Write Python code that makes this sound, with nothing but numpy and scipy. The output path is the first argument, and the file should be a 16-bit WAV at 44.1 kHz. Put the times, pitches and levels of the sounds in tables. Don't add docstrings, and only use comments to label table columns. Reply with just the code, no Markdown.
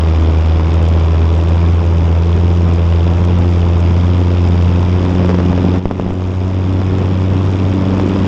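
import sys
import numpy as np
from scipy import signal
from scipy.fft import rfft, irfft
from scipy.io import wavfile
from scipy.ndimage import uniform_filter1d, minimum_filter1d

SR = 44100
rng = np.random.default_rng(int(sys.argv[2]) if len(sys.argv) > 2 else 0)


def unload_audio(sound):
    columns = np.transpose(np.atleast_2d(sound))
    steps = np.round(np.clip(columns, -1, 1) * 32767)
    wavfile.write(sys.argv[1], SR, steps.astype(np.int16))


N = 364707
TIME = np.arange(N) / SR

# combustion knock in dB, injector tick in dB, both relative.
CYLINDER_DB = [(5, 2.5), (5, 3.5), (2.5, 2), (5.5, 2.5), (5.5, 0.5), (2.5, 3)]
# frequency in Hz, relative level in dB.
ROOF_SPECTRUM = [(60, -26.5), (130, -4), (200, 1.5), (310, 1), (400, -4), (600, -13.5), (1200, -44),
                 (4000, -78), (13000, -115)]


def amp(db):
    return 10 ** (np.asarray(db) / 20)


def unit(x):
    return x / np.sqrt(np.mean(x ** 2) + 1e-20)


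def curve(at, rows):
    return np.interp(at, *np.transpose(rows))


def wander(rate_hz):
    hz = np.fft.rfftfreq(N, 1 / SR)
    return unit(irfft(rfft(rng.standard_normal(N)) / (1 + (hz / rate_hz) ** 4), N))


def colour(x, spectrum, size=4096):
    hz, db = np.transpose(spectrum)
    bin_hz = abs(np.fft.fftfreq(size, 1 / SR)) + 1
    log_gain = np.log(amp(np.interp(np.log(bin_hz), np.log(hz), db)))
    minimum_phase = np.exp(np.conj(signal.hilbert(log_gain)))
    ring = np.fft.ifft(minimum_phase).real[:size // 2]
    return signal.oaconvolve(x, ring / abs(ring).max())[:N]


def burst(firings, at, width):
    return np.exp(-(np.sin(np.pi * (firings - at)) / (np.pi * width)) ** 2)


def strength(firings, scatter_db, pattern_db=(0,)):
    index = np.floor(firings + .6).astype(int)
    chance = rng.standard_normal(index.max() + 1)
    return amp(np.take(pattern_db, index, mode="wrap") + scatter_db * chance[index])


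def roughness(edge_s=0.041):
    # start in seconds, end in seconds, roughness from 0 to 1.
    stretches = [(0.206, 0.852, 0.1), (5.034, 5.25, 0.5), (5.257, 5.604, 0.6), (5.596, 5.69, .95),
                 (5.715, 6.188, 0.8), (6.714, 6.996, 0), (7.743, 8.396, 0.6)]
    return sum(rough * (np.tanh((TIME - start) / edge_s) - np.tanh((TIME - end) / edge_s)) / 2
               for start, end, rough in stretches)


def rolling(shake_db, faster_hz, level_db=-22, lumps_db=2.0):
    # frequency in Hz, relative level in dB.
    spectrum = [(10, -18.5), (28, -6), (55, 0.5), (130, 3), (220, -1), (400, -8), (900, -18), (2500, -31.5),
                (8000, -65.5), (13000, -110)]
    swell = amp(shake_db - shake_db.mean() + 0.23 * faster_hz + lumps_db * wander(17))
    return amp(level_db) * unit(colour(rng.standard_normal(N), spectrum) * swell)


def grit(gain_db=-8.5, stray_per_s=4, skitter_s=0.0021, touches=3):
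    # time in seconds, relative level in dB.
    hits = [(.828, -23), (1.181, -44), (1.351, -26), (1.56, -33), (3.387, -28), (3.803, -29), (4.18, -28),
            (4.488, -26), (6.736, -31.5), (7.98, -27), (8.201, -30)]
    # frequency in Hz, relative level in dB.
    spectrum = [(500, -28.5), (2500, -13.5), (5000, 1.5), (7500, 2.5), (9000, -9.5), (11000, -28),
                (14000, -59.5)]
    stray_times = TIME[rng.random(N) < stray_per_s / SR]
    strays = [(s, -32 + 6 * rng.standard_normal()) for s in stray_times]
    clicks = np.zeros(N + SR)
    for s, db in hits + strays:
        touch_s = s + skitter_s * (rng.random(touches) - .5)
        clicks[(touch_s * SR).astype(int)] += amp(db) * rng.choice([-1, 1], touches)
    return amp(gain_db) * colour(clicks, spectrum)


def chinks(attack_s=0.00055):
    # time in seconds, peak in dB.
    strikes = [(4.3817, -27), (4.5204, -27), (4.5772, -27.5), (4.6471, -31)]
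    # frequency in Hz, relative level in dB, seconds to fall 60 dB.
    modes = [(2900, 0, .02), (3410, -5, 0.031), (3680, 4, 0.021)]
    t = np.arange(0, .1, 1 / SR)
    ring = sum(amp(db - 60 * t / t60) * np.sin(2 * np.pi * hz * t) for hz, db, t60 in modes)
    ring *= 1 - np.exp(-(t / attack_s) ** 2)
    clicks = np.zeros(N)
    for s, db in strikes:
        clicks[int(s * SR)] = amp(db)
    return signal.oaconvolve(clicks, ring / abs(ring).max())[:N]


def roof_drumming(firings, shake_db, level_db=-28, growth=2.6):
    drive = rng.standard_normal(N) * (0.69 + burst(firings, at=0, width=0.13))
    swell = amp(growth * (shake_db - shake_db.mean()))
    return amp(level_db) * unit(colour(drive * swell, ROOF_SPECTRUM))


def roof_thumps():
    # time in seconds, peak in dB.
    bumps = [(5.248, -11), (5.456, -6), (5.623, -10), (5.647, -3), (5.665, -6), (5.69, -7), (8.04, -12),
             (8.06, -4.5)]
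    blows = np.zeros(N)
    for s, db in bumps:
        blows[int(s * SR)] = -amp(db)
    return colour(blows, ROOF_SPECTRUM)


def rattles(rough, min_bounce_s=.0007, bounce=0.14, rough_per_s=20):
    # time in seconds, hollow peak in dB, clack in dB against that peak.
    loud_knocks = [(.597, -12, -8), (2.925, -14, -5), (3.114, -15.5, -3), (5.052, -11.5, -5),
                   (5.111, -13, -16), (5.153, -10, -16), (5.232, -18, -6), (5.247, -11, -2),
                   (5.293, -7, -6), (5.302, -10, -6), (5.312, -9, -9), (5.345, -10, -3), (5.387, -6, -16),
                   (5.578, -8, -10), (6.817, -8, -8), (6.985, -12.5, -3), (7.945, -18, -4),
                   (7.998, -6.5, -7), (8.247, -11, -11)]
    # frequency in Hz, relative level in dB.
    hollow_spectrum = [(80, -11), (250, 2), (500, 12.5), (1000, -5), (1700, -9), (3000, -29.5), (4200, -27),
                       (5200, -21.5), (8000, -48), (11000, -75), (14000, -88.5)]
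    clack_spectrum = [(300, -17.5), (650, -2.5), (950, -1.5), (1350, -13.5), (1900, -11.5), (3000, -22),
                      (5000, -30), (8000, -48.5), (10500, -78.5), (13000, -98)]
    small_times = TIME[rng.random(N) < rough_per_s * rough / SR]
    knocks = loud_knocks + [(s, -19 + 5 * rng.standard_normal(), -6) for s in small_times]
    hollow, clack = np.zeros((2, N + SR))
    for s, db, clack_db in knocks:
        bounce_at = s + min_bounce_s * (1 + rng.random())
        hollow[int(s * SR)] -= amp(db)
        hollow[int(bounce_at * SR)] += bounce * amp(db)
        clack[int(s * SR)] -= amp(db + clack_db)
    return colour(hollow, hollow_spectrum) + colour(clack, clack_spectrum)


def pothole(rise_s=.0004, lag_s=0.00074, sway_s=.008, crack_s=.00004, dull_hz=5500):
    # time in seconds, peak in dB before dulling,
    # snap width in seconds, relative weight of the rebound, decay of its push in seconds.
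    bangs = [(5.8554, 8, .00027, 2.1, 0.0014), (5.9113, 6.5, 0.00027, 0.34, 0.0016),
             (5.9976, 5.5, 0.00031, 0.37, 0.0028), (6.0634, 0, .0003, 4, 0.0015),
             (6.1057, -3.5, .00028, 2.7, 0.00045)]
    out = np.zeros(N)
    for s, db, snap_s, rebound, push_s in bangs:
        t = TIME - s
        snap = np.exp(-((t - lag_s / 2) / snap_s) ** 2)
        crack = 0.16 * np.exp(-((t - lag_s / 2) / crack_s) ** 2)
        after = np.maximum(t - lag_s, 0)
        push = (1 - np.exp(-after / rise_s)) * np.exp(-after / push_s)
        sway = .075 * after / sway_s * np.exp(1 - after / sway_s)
        bang = 2 * rebound * (push - sway) - snap - crack
        out += amp(db) * bang / abs(bang).max()
    return signal.sosfilt(signal.butter(2, dull_hz, fs=SR, output="sos"), out)


def injectors(ignitions, level_db, ring_hz=5850):
    # frequency in Hz, relative level in dB.
    spectrum = [(3000, -42.5), (5000, -15.5), (5600, 1), (6000, -3.5), (6600, -0.5), (7600, -8.5),
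                (8700, -21.5), (10500, -31), (13000, -68)]
    tick = rng.standard_normal(N) * (0.56 + burst(ignitions, at=-0.08, width=0.14))
    ring = signal.lfilter(*signal.iirpeak(ring_hz, 10, fs=SR), rng.standard_normal(N))
    drive = tick + 1.7 * ring * burst(ignitions, at=.12, width=.15)
    drive *= strength(ignitions, scatter_db=1.7, pattern_db=np.transpose(CYLINDER_DB)[1])
    return amp(level_db) * unit(colour(drive, spectrum))


def diesel_knock(ignitions, level_db):
    # frequency in Hz, relative level in dB.
    spectrum = [(800, -30.5), (1500, -21.5), (2000, -5.5), (2400, 0), (3000, -1.5), (3500, -1.3),
                (4100, -11), (4400, -13.5), (4950, -6.5), (5500, -11.5), (6200, -23.5), (8000, -41.5),
                (13000, -85.5)]
    gate = 0.41 + burst(ignitions, at=-0.21, width=0.14)
    gate *= strength(ignitions, scatter_db=0.9, pattern_db=np.transpose(CYLINDER_DB)[0])
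    return amp(level_db) * unit(colour(rng.standard_normal(N) * gate, spectrum))


def engine_block(firings, level_db):
    # frequency in Hz, relative level in dB.
    spectrum = [(400, -19.5), (950, 9.5), (1400, 0.5), (1850, -3), (2300, -5), (3000, -15), (5000, -26.5),
                (10500, -65), (13000, -87.5)]
    drive = rng.standard_normal(N) * (0.66 + burst(firings, at=0.03, width=0.047))
    return amp(level_db) * unit(colour(drive, spectrum))


def panels(firings, level_db, taps_per_s=2400):
    # frequency in Hz, relative level in dB.
    spectrum = [(60, -36.5), (130, -7.5), (230, -3.5), (340, 1.5), (480, -1), (700, -6), (1000, -8.5),
                (1300, -12.5), (1800, -27.5), (3000, -36), (5000, -44), (9000, -55), (13000, -100)]
    taps = rng.standard_normal(N) * (rng.random(N) < taps_per_s / SR)
    contact = 0.47 * unit(taps) + 0.73 * rng.standard_normal(N)
    drive = contact * (0.52 + burst(firings, at=0, width=0.087)) * strength(firings, scatter_db=-0.3)
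    return amp(level_db) * unit(colour(drive, spectrum))


def exhaust_boom(firings, firing_hz, rough, lead_rad=0.61):
    # frequency in Hz, level in dB on smooth ground.
    cab_boom = [(80, -10), (89, -11), (96, -14), (160, -26.5), (166, -24), (172, -20.5), (179, -20.5),
                (185, -24.5), (190, -21.5), (240, -35.5), (250, -47), (263, -28), (272, -25.5),
                (285, -24.5)]
    # change in dB of harmonics 1, 2 and 3 at full roughness.
    rough_shift_db = [-4.5, 6.5, 3]
    # frequency in Hz, level in dB against base_db.
    cab_upper = [(315, -21), (335, -22), (350, -18.5), (380, -18.5), (415, -26), (435, -22.5), (450, -31.5),
                 (500, -29), (530, -31), (570, -27), (610, -31.5), (660, -35.5), (860, -37.5)]
    low_db = [curve(k * firing_hz, cab_boom) + rough * db for k, db in enumerate(rough_shift_db, 1)]
    base_db = curve(firing_hz, cab_boom) + 3 * rough
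    upper_db = [base_db + curve(k * firing_hz, cab_upper) + 1.5 * wander(2.3) for k in range(4, 10)]
    tone = amp(low_db[0] + 0.48 * wander(25)) * np.cos(2 * np.pi * firings)
    for k, db in enumerate(low_db[1:] + upper_db, 2):
        tone += amp(db + 0.73 * wander(5.7)) * np.cos(2 * np.pi * k * firings + lead_rad)
    return -np.sqrt(2) * tone


def engine_speed(hunt_hz=1.45, period_s=.836, peak_s=3.35, fade_s=3.0):
    # time in seconds, firings per second.
    throttle = [(0, 79.72), (1.9, 84.2), (4.6, 88.39), (7, 93.72), (8.27, 95.3)]
    t = TIME - peak_s
    hunting = hunt_hz * np.exp(-(t / fade_s) ** 2) * np.cos(2 * np.pi * t / period_s)
    return curve(TIME, throttle) + hunting


def scene(cruise_hz=87, advance_per_hz=.013):
    # time in seconds, gain of knock and block in dB.
    load = [(0, 2), (1.2, 1.3), (2.2, 0.05), (5, 1.8), (6.5, 0.3), (7.4, 1), (8, 2), (8.27, 3)]
    load_db = curve(TIME, load)
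    firing_hz, rough = engine_speed(), roughness()
    faster_hz = firing_hz - cruise_hz
    firings = np.cumsum(firing_hz) / SR
    ignitions = firings + advance_per_hz * faster_hz
    shake_db = -27.5 - 0.1 * faster_hz + 2 * rough
    engine = exhaust_boom(firings, firing_hz, rough)
    engine += engine_block(firings, level_db=-36.5 + load_db)
    engine += diesel_knock(ignitions, level_db=-39.5 + load_db)
    engine += injectors(ignitions, level_db=-53 + 0.06 * faster_hz)
    cab = panels(firings, level_db=shake_db + 0.33 * load_db)
    cab += roof_drumming(firings, shake_db + 0.48 * faster_hz)
    track = rolling(shake_db, faster_hz) + pothole() + rattles(rough) + roof_thumps() + chinks() + grit()
    return (engine + cab + track)[None]


def record(dry, ceiling_db=-.5, ahead_s=0.063, recover_s=0.6, edge_hz=15700):
    peak_db = 20 * np.log10(abs(uniform_filter1d(dry[0], size=48)) + 1e-9)
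    held_db = -minimum_filter1d(-peak_db, size=int(ahead_s * SR))
    over_db = np.maximum(held_db - ceiling_db, 0)
    early_db = np.interp(TIME + ahead_s / 2, TIME, over_db)
    fade = np.exp(-TIME / recover_s)
    duck_db = np.maximum.accumulate(early_db / fade) * fade
    ducked = dry * amp(-uniform_filter1d(duck_db, size=400))
    rounded = ducked / (1 + (ducked / .95) ** 10) ** (1 / 10)
    low_pass = signal.firwin(255, edge_hz, window=("kaiser", 8), fs=SR)
    return signal.oaconvolve(rounded, low_pass[None], "same")


dry = scene()
out = record(dry)
unload_audio(out)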